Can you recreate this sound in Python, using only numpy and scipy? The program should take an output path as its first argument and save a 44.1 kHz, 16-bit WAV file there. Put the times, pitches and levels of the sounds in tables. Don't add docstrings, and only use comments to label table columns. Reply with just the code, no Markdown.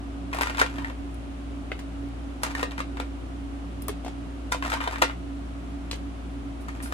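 import sys
import numpy as np
from scipy import signal
from scipy.fft import rfft, irfft, next_fast_len
from scipy.io import wavfile
from scipy.ndimage import uniform_filter1d, map_coordinates

SR = 44100
rng = np.random.default_rng(int(sys.argv[2]) if len(sys.argv) > 2 else 0)


def unload_wav(signal):
    wavfile.write(
        sys.argv[1],
        SR,
        np.round(np.clip(np.atleast_2d(signal).T, -1, 1) * 32767).astype(np.int16),
    )


N = 305613
SIZE = 16384
T, HZ = np.arange(SIZE) / SR, np.fft.rfftfreq(SIZE, 1 / SR)

TUB_LAG_MS, TUB_PAN_DB = 0.28, 3.5


def amp(db):
    return 10 ** (np.asarray(db) / 20)


def unit(x):
    return x / np.sqrt(np.mean(x ** 2) + 1e-20)


def fade(t, t60):
    return np.exp(-np.log(1000) * t / t60)


def along(points, hz):
    f, v = np.transpose(points)
    return np.interp(np.log(hz + 1), np.log(f + 1), v)


def wobble(rate):
    knots = rng.standard_normal(int(N * rate / SR) + 4)
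    return map_coordinates(knots, [np.arange(N) * rate / SR])


def filtered(x, response):
    m = next_fast_len(N + SIZE)
    return irfft(rfft(x, m) * response(np.fft.rfftfreq(m, 1 / SR)), m)[..., :N]


def causal(db):
    cepstrum = irfft(np.log(amp(db)))
    return np.exp(rfft(np.r_[cepstrum[0], 2 * cepstrum[1:SIZE // 2]], SIZE))


def add(track, s, sound):
    part = track[:, max(round(s * SR), 0):][:, :sound.shape[1]]
    part += sound[:, :part.shape[1]]


def rush(spectrum, pan_db):
    # (frequency [Hz], correlation [-1 to 1])
    likeness = [(60, 0.69), (130, 0.96), (290, 0.83), (450, 0.37), (640, -0.052), (1410, -0.28),
                (3100, 0.012)]

    def mid_side(hz):
        turn = np.arccos(np.clip(along(likeness, hz), -1, 1)) / 2
        return amp(along(spectrum, hz)) * [np.cos(turn), np.sin(turn)]

    mid, side = filtered(rng.standard_normal((2, N)), mid_side)
    return unit(np.array([mid + side, mid - side])) * amp([[pan_db / 2], [-pan_db / 2]])


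def machines():
    # (frequency [Hz], level [dB], left over right [dB], unsteadiness [0-1])
    hum = [(58.6, -37, 2, 0.05), (118.2, -55.5, -4, 0), (120.5, -58, -3, 0), (142, -66.5, 4, 0.6),
           (171.8, -60, -12.5, 0.43), (179.1, -53, 0.5, 0.83), (247, -76, -10, 0), (257.7, -59, 20.5, 0),
           (279.4, -41.5, -4, 0.13), (363, -65.5, -18, 0.9)]
    # (frequency [Hz], relative density [dB per Hz])
    rumble = [(20, -20), (42, -18), (58, 6.5), (78, 2.5), (95, 8), (115, 5.5), (135, -11.5), (180, -2.5),
              (205, -6.5), (230, 6.5), (258, 4.5), (280, 13), (305, -5), (420, -3.5), (700, -42),
              (3000, -90)]
    # (frequency [Hz], relative density [dB per Hz])
    air = [(190, -12.5), (330, 0.5), (447, -16), (516, -6), (600, -6), (710, -3.5), (860, -10.5),
           (1280, -10.5), (1800, -17.5), (2900, -19), (5060, -29), (10700, -33.5), (12000, -61.5),
           (13600, -35.5), (15000, -80)]
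    t, out = np.arange(N) / SR, np.zeros((2, N))
    for hz, db, pan_db, unsteady in hum:
        waver = 1 + unsteady * (wobble(9.9) + 1j * wobble(7.5))
        carrier = np.exp(2j * np.pi * (hz * t + rng.random()))
        tone = unit(np.real(waver * carrier))
        out += amp([[db + pan_db / 2], [db - pan_db / 2]]) * tone
    return out + amp(-43.5) * rush(rumble, pan_db=-6.0) + amp(-45) * rush(air, pan_db=0.0)


def path(lag_ms, pan_db, room_db):
    # (frequency [Hz], t60 [s])
    kitchen = [(200, 0.18), (900, 0.094), (3000, 0.19), (8000, 0.14), (15000, 0.052)]
    hz, t, z = signal.stft(rng.standard_normal((2, SIZE)), SR, nperseg=256)
    decaying = z * fade(t, along(kitchen, hz)[:, None])
    tail = signal.istft(decaying, SR, nperseg=256)[1][:, :SIZE]
    tail = unit(tail * (1 - np.exp(-(T / 0.00057) ** 2))) / np.sqrt(SIZE)
    lean_db = pan_db * along([(2500, 1), (6000, 0)], HZ)
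    right_lag = np.exp(-2j * np.pi * HZ * lag_ms / 1000)
    direct = np.array([amp(lean_db / 2), amp(-lean_db / 2) * right_lag])
    return direct, amp(room_db) * rfft(tail)


def ringing(modes, ring_db, vary_db):
    hz, db, t60 = np.transpose(modes)[:, :, None]
    detune, strength = rng.standard_normal((2, len(modes), 1))
    ring = np.cos(2 * np.pi * hz * (1 + 0.0018 * detune) * T) * fade(T, t60)
    ring /= np.linalg.norm(ring, axis=1, keepdims=True)
    return 1 + rfft(np.sum(amp(db + ring_db + vary_db * strength) * ring, 0))


def spiky(spread_db):
    return rng.standard_normal(SIZE) * amp(spread_db * rng.standard_normal(SIZE))


def steel(stroke, sparkle_db, room_db):
    # (frequency [Hz], relative level [dB], t60 [s])
    steel_modes = [(5320, -5, .06), (6875, -5, .09), (7400, -4, .08), (8090, -7, .1), (9100, -3, .06),
                   (9705, -3, .08), (11140, -3, .06), (12650, -2, .06), (13200, -1, .06), (13850, -3, .06)]
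    # (frequency [Hz], relative level [dB])
    thin = [(1000, -6), (4000, 3), (7000, 0), (10000, 11), (13000, 3.5), (14500, 1), (16000, -19)]
    force = spiky(spread_db=4) * stroke
    top_db = along([(10000, 0), (13000, sparkle_db)], HZ)
    body = ringing(steel_modes, ring_db=-17, vary_db=1.5)
    sound = rfft(force) * body * causal(along(thin, HZ) + top_db)
    sound = sound / np.sqrt(np.mean(abs(sound) ** 2))
    return irfft(sound * sum(path(lag_ms=0.1295, pan_db=7, room_db=room_db)))


def tongs():
    # (time [s], relative level [dB], sparkle of the top treble [dB])
    clicks = [(0.346, -38, 3), (0.386, -39, 6), (0.419, -29, 8), (1.143, -48.5, -5), (1.796, -46, -2),
              (2.434, -28, -4), (3.821, -35, 5), (3.883, -24, 7), (5.957, -47, 2)]
    # (time [s], relative level [dB], length [s])
    rasps = [(2.422, -61, .03), (4.51, -57, 0.12), (6.605, -65, 0.057), (6.823, -46.5, 0.099)]
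    out = np.zeros((2, N))
    for s, db, sparkle_db in clicks:
        add(out, s, amp(db + 18.5) * steel(fade(T, t60=0.021), sparkle_db, room_db=-7.5))
    for s, db, length in rasps:
        stroke = (1 - np.exp(-T / 0.0018)) * np.exp(-3 * T / length)
        add(out, s, amp(db + 35.0) * steel(stroke, sparkle_db=-2, room_db=-1))
    return out


def crunch(t60, spread_db):
    burst = rfft(spiky(spread_db) * fade(T, t60) * (1 - np.exp(-T / 0.001)))
    power = uniform_filter1d(abs(burst) ** 2, size=301)
    return burst * causal(-10 * np.log10(abs(power) + 1e-12))


def contact(colour, knock_db, crack_db, crunch_t60):
    push_hz = 600
    push = 1 / (1 + 1j * np.sqrt(2) * HZ / push_hz - (HZ / push_hz) ** 2)
    force = push + np.sqrt(abs(1 - abs(push) ** 2)) * crunch(crunch_t60, spread_db=4)
    weight_db = along([(550, knock_db), (900, 0), (3000, 0), (6000, crack_db)], HZ)
    return force * causal(along(colour, HZ) + weight_db)


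def clink(blow, spot_hz, spot_db, width, direct, room):
    spot = causal(spot_db / (1 + (np.log((HZ + 1) / spot_hz) / width) ** 2))
    middle = (HZ > 700) & (HZ < 4000)
    size = np.sqrt(np.mean(abs(blow * spot)[middle] ** 2))
    spot_in_room = 0.4
    return irfft(blow / size * (spot * direct + abs(spot) ** spot_in_room * room))


def glass():
    # (time [s], relative level [dB], hollow knock [dB before the glass's gain],
    # brittle crack [dB before the glass's gain], pitch of the struck spot [Hz], its ring [dB])
    landings = [(1.717, -16.5, -15, -33, 1940, 13), (1.791, -32, -29, -23.5, 3000, -6),
                (3.883, -20.5, -16, -19, 1100, 15.5), (3.892, -25, -8, -22, 1050, 5),
                (4.047, -26, -19, -17, 700, 19), (4.063, -23.5, -19, -24, 710, 21),
                (4.08, -26.5, -21, -20, 730, 16.5), (5.912, -21, -22, -16.5, 3900, 10),
                (5.93, -26, -13.5, -22, 1050, -3)]
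    # (frequency [Hz], relative level [dB], t60 [s])
    glass_modes = [(434, -12, .04), (732, -3, .08), (1090, -5, .04), (1752, -7, .04), (2180, -4, .04),
                   (2450, -6, .05), (2740, -6, .06), (3390, -8, .06)]
    # (frequency [Hz], relative level [dB])
    glass_colour = [(120, -8), (250, -2), (400, 6), (600, -3), (950, -3), (1900, -6.5), (3800, -5.5),
                    (5200, -4.5), (7800, -4.5), (11000, -12), (13500, -21), (16000, -36)]
    knock_gain_db, crack_gain_db = 16.5, 11.5
    out = np.zeros((2, N))
    for s, db, knock_db, crack_db, spot_hz, spot_db in landings:
        body = ringing(glass_modes, ring_db=-29, vary_db=1.5)
        blow = body * contact(glass_colour, knock_db + knock_gain_db, crack_db + crack_gain_db,
                              crunch_t60=0.014)
        direct, room = path(lag_ms=0.072, pan_db=4.0, room_db=-1)
        add(out, s, amp(db + 20.5) * clink(blow, spot_hz, spot_db, 0.28, direct, room))
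    return out


def struck_tone(s, db, hz, t60, lag_ms, pan_db, room_db):
    out = np.zeros((2, N))
    tone = np.cos(2 * np.pi * hz * T) * fade(T, t60) * (1 - np.exp(-T * hz))
    add(out, s, amp(db) * irfft(rfft(tone) * sum(path(lag_ms, pan_db, room_db))))
    return out


def ping():
    # (time [s], level [dB], frequency [Hz], t60 [s], lead of the left microphone [ms],
    # left over right [dB], kitchen's answer [dB])
    free_cube = (2.5505, -18, 1810, .02, .14, 1, -7)
    return struck_tone(*free_cube)


def thumps():
    # (time [s], level [dB], frequency [Hz])
    floor_blows = [(0.616, -22, 445), (2.629, -31, 473), (4.521, -45, 517), (5.021, -21, 497)]
    return sum(struck_tone(s, db, hz, 0.052, TUB_LAG_MS, TUB_PAN_DB, room_db=-5)
               for s, db, hz in floor_blows)


def efforts():
    # (start [s], length [s], effort before easing [dB])
    strokes = [(0.308, 0.19, -42), (0.527, 0.35, -50), (2.41, 0.085, -41.5), (2.53, 0.077, -43),
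               (4.605, 0.49, -42), (6.67, 0.3, -57.5)]
    attack_s, ease_db_per_s, release_s = 0.067, 15.5, 0.06
    t, out = np.arange(N) / SR, np.zeros(N)
    for s, length, db in strokes:
        attack = np.clip((t - s) / attack_s, 0, 1)
        release = np.clip(1 - (t - s - length) / release_s, 0, 1)
        out += attack * release * amp(db - ease_db_per_s * np.maximum(t - s, 0))
    return out


def sliding(effort, scatter_db=6):
    # (frequency [Hz], relative level [dB])
    grit_colour = [(250, -11), (600, 0.5), (1000, 4.5), (2200, -4), (3800, -13.5), (5300, -14.5),
                   (8000, -17), (13500, -25), (16000, -52)]
    slips_per_s = 300
    sizes = amp(scatter_db * np.clip(rng.standard_normal(N), -2, 2))
    slips = (rng.random(N) < slips_per_s / SR) * rng.choice([-1, 1], N) * sizes
    grit = unit(signal.fftconvolve(slips, irfft(causal(along(grit_colour, HZ))))[:N])
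    space = irfft(sum(path(TUB_LAG_MS, TUB_PAN_DB, room_db=-2)))
    return amp(4.0) * signal.fftconvolve((effort * grit)[None], space, axes=1)[:, :N]


def jostles(effort):
    per_s = 32
    over_effort_db, scatter_db = 9.5, 5
    usual_hz, scatter_octaves = 1420, 0.5
    knock_db, crack_db, ring_db = -22, -21, 11
    slots = np.arange(int(N / SR * per_s))
    times = (slots + rng.random(len(slots))) / per_s
    size, pitch = rng.standard_normal((len(slots), 2)).T
    strengths = over_effort_db + scatter_db * size
    spots = usual_hz * 2 ** (scatter_octaves * pitch)
    pushes = effort[(times * SR).astype(int)]
    return [(s, 20 * np.log10(push) + db, knock_db, crack_db, hz, ring_db)
            for s, push, db, hz in zip(times, pushes, strengths, spots) if push > 0]


def lead_ins(blows):
    hard_db, lead_s, drop_db = -12, 0.003, 6.5
    return [(s - lead_s, db - drop_db, *colour) for s, db, *colour in blows if db > hard_db]


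def tub(blows):
    # (frequency [Hz], relative level [dB], t60 [s])
    tub_modes = [(505, 2, .08), (644, -2, .13), (708, -2, .11), (785, -5, .08), (912, 1, .12),
                 (990, -3, .09), (1092, -3, .11), (1210, -3, .08), (1395, -1, .14), (1565, 1, .11),
                 (1860, 1, .18), (2050, -5, .1), (2410, -2, .09), (2730, -5, .08), (3628, 2, .07),
                 (3915, 2.5, .07), (7860, 1, .015)]
    # (frequency [Hz], relative level [dB])
    tub_colour = [(120, -40), (300, 5), (450, 10), (620, 9), (790, 0.5), (980, 2), (1900, -0.5),
                  (3800, -7.5), (5200, -6), (7800, -9.5), (9000, -7.5), (11000, -17), (13500, -15),
                  (16000, -35)]
    knock_gain_db, crack_gain_db = 4, 13
    out = np.zeros((2, N))
    for s, db, knock_db, crack_db, spot_hz, spot_db in blows:
        body = ringing(tub_modes, ring_db=-25, vary_db=1.5)
        blow = body * contact(tub_colour, knock_db + knock_gain_db, crack_db + crack_gain_db,
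                              crunch_t60=0.013)
        direct, room = path(TUB_LAG_MS, TUB_PAN_DB, room_db=-1.5)
        add(out, s, amp(db + 25.0) * clink(blow, spot_hz, spot_db, 0.18, direct, room))
    return out


def scene():
    # (time [s], relative level [dB], hollow knock [dB before the tub's
    # gain], brittle crack [dB before the tub's gain], pitch of the struck spot [Hz], its ring [dB])
    knocks = [(0.329, -22.5, -13.5, -21.5, 1050, 4.5), (0.334, -21.5, -29, -20, 2240, 18),
              (0.346, -26.5, -16, -17, 705, 10), (0.363, -28, -20, -25, 950, 14),
              (0.386, -19.5, -15, -22, 1030, 10), (0.41, -13.5, -19, -17.5, 894, 9.5),
              (0.417, -18.5, -15.5, -24, 1420, -2), (0.432, -14.5, -24, -15, 2030, 17.5),
              (0.47, -19.5, -21, -22, 1160, 9), (0.497, -20.5, -16, -23, 1060, 8),
              (0.547, -26, -17, -27, 1100, -2), (0.571, -27.5, -17, -16, 3900, 6),
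              (0.581, -18, -28, -23, 1000, 7), (0.591, -16, -18, -12, 1090, 15),
              (0.597, -14, -19, -18.5, 4130, 5.5), (0.614, -7, -11.5, -17, 1560, 16),
              (0.618, -13, -10, -28, 990, 12), (0.662, -23.5, -27, -24, 3800, 6),
              (0.711, -37, -24, -30, 1200, 9), (0.757, -38, -27, -18, 3300, 12),
              (0.783, -26, -20.5, -25, 960, 5), (0.803, -38, -22, -30, 1100, 11),
              (0.819, -29, -25, -24, 1010, 16), (0.845, -20, -20, -22.5, 1850, 19.5),
              (0.898, -29, -11, -24, 1010, 8), (2.433, -15.5, -21.5, -12, 1100, 7.5),
              (2.449, -26, -22, -22, 1200, 6), (2.474, -33, -10, -19, 1300, 5),
              (2.55, -22, -27, -16.5, 1970, 10), (2.578, -30.5, -20, -19, 1600, 6),
              (2.594, -25.5, -19, -22, 1100, 3), (2.611, -31, -26, -12, 1200, 6),
              (2.629, -16.5, -13.5, -20.5, 910, 6.5), (2.709, -34, -27, -18, 3720, 15),
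              (2.717, -31.5, -29, -20.5, 3020, 7), (2.779, -22.5, -22, -22.5, 1560, 8),
              (2.791, -31, -23, -17, 1300, 0), (2.803, -18.5, -12, -20.5, 1090, 15),
              (2.97, -27.5, -21, -25, 1130, 4), (2.999, -19.5, -12, -20.5, 810, 14.5),
              (3.0, -33, -30, -23, 3680, 17), (4.518, -27, -17, -18, 1190, -1),
              (4.521, -13, -16.5, -14, 970, 6), (4.546, -22.5, -13, -21, 744, 11),
              (4.624, -19.5, -22, -25, 694, 12), (4.649, -22, -16, -26, 922, 6),
              (4.666, -33, -27, -13, 1300, 2), (4.70, -23, -28, -10.5, 1810, 11),
              (4.718, -17.5, -24, -24, 973, 4), (4.729, -20.5, -23, -25, 2700, -3),
              (4.737, -17, -17, -18, 930, 7), (4.746, -26, -16, -24, 1130, 6),
              (4.768, -23.5, -15, -31, 980, 14), (4.804, -20, -22, -32, 1090, 9),
              (4.813, -23.5, -24, -26, 2100, 9), (4.839, -22.5, -30, -24, 908, 4),
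              (4.864, -25, -23, -40, 1200, 20), (4.874, -15, -10.5, -22.5, 950, 17),
              (4.875, -28.5, -21, -31, 3680, 22), (4.928, -27, -21, -33, 991, 18),
              (4.939, -27, -20, -30, 1100, 8), (4.958, -22, -23, -25, 1600, 13),
              (5.021, -8, -12, -17.5, 905, 6.5), (5.022, -14.5, -29, -24, 3750, 8.5),
              (5.096, -23.5, -24, -34, 1055, 15), (6.683, -28, -10, -12.5, 1140, 18.5),
              (6.69, -29.5, -24, -29, 1930, 14), (6.802, -32, -18, -26, 1900, 15),
              (6.822, -43, -20, -26, 1300, 12), (6.858, -31, -22, -24, 1500, 11),
              (6.923, -21, -17, -18.5, 1320, 12.5)]
    effort = efforts()
    ice = tub(knocks) + tub(lead_ins(knocks)) + tub(jostles(effort)) + sliding(effort)
    return ice + thumps() + ping() + glass() + tongs() + machines()


def record(dry):
    return filtered(dry, lambda hz: hz < 16300)


dry = scene()
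out = record(dry)
unload_wav(out)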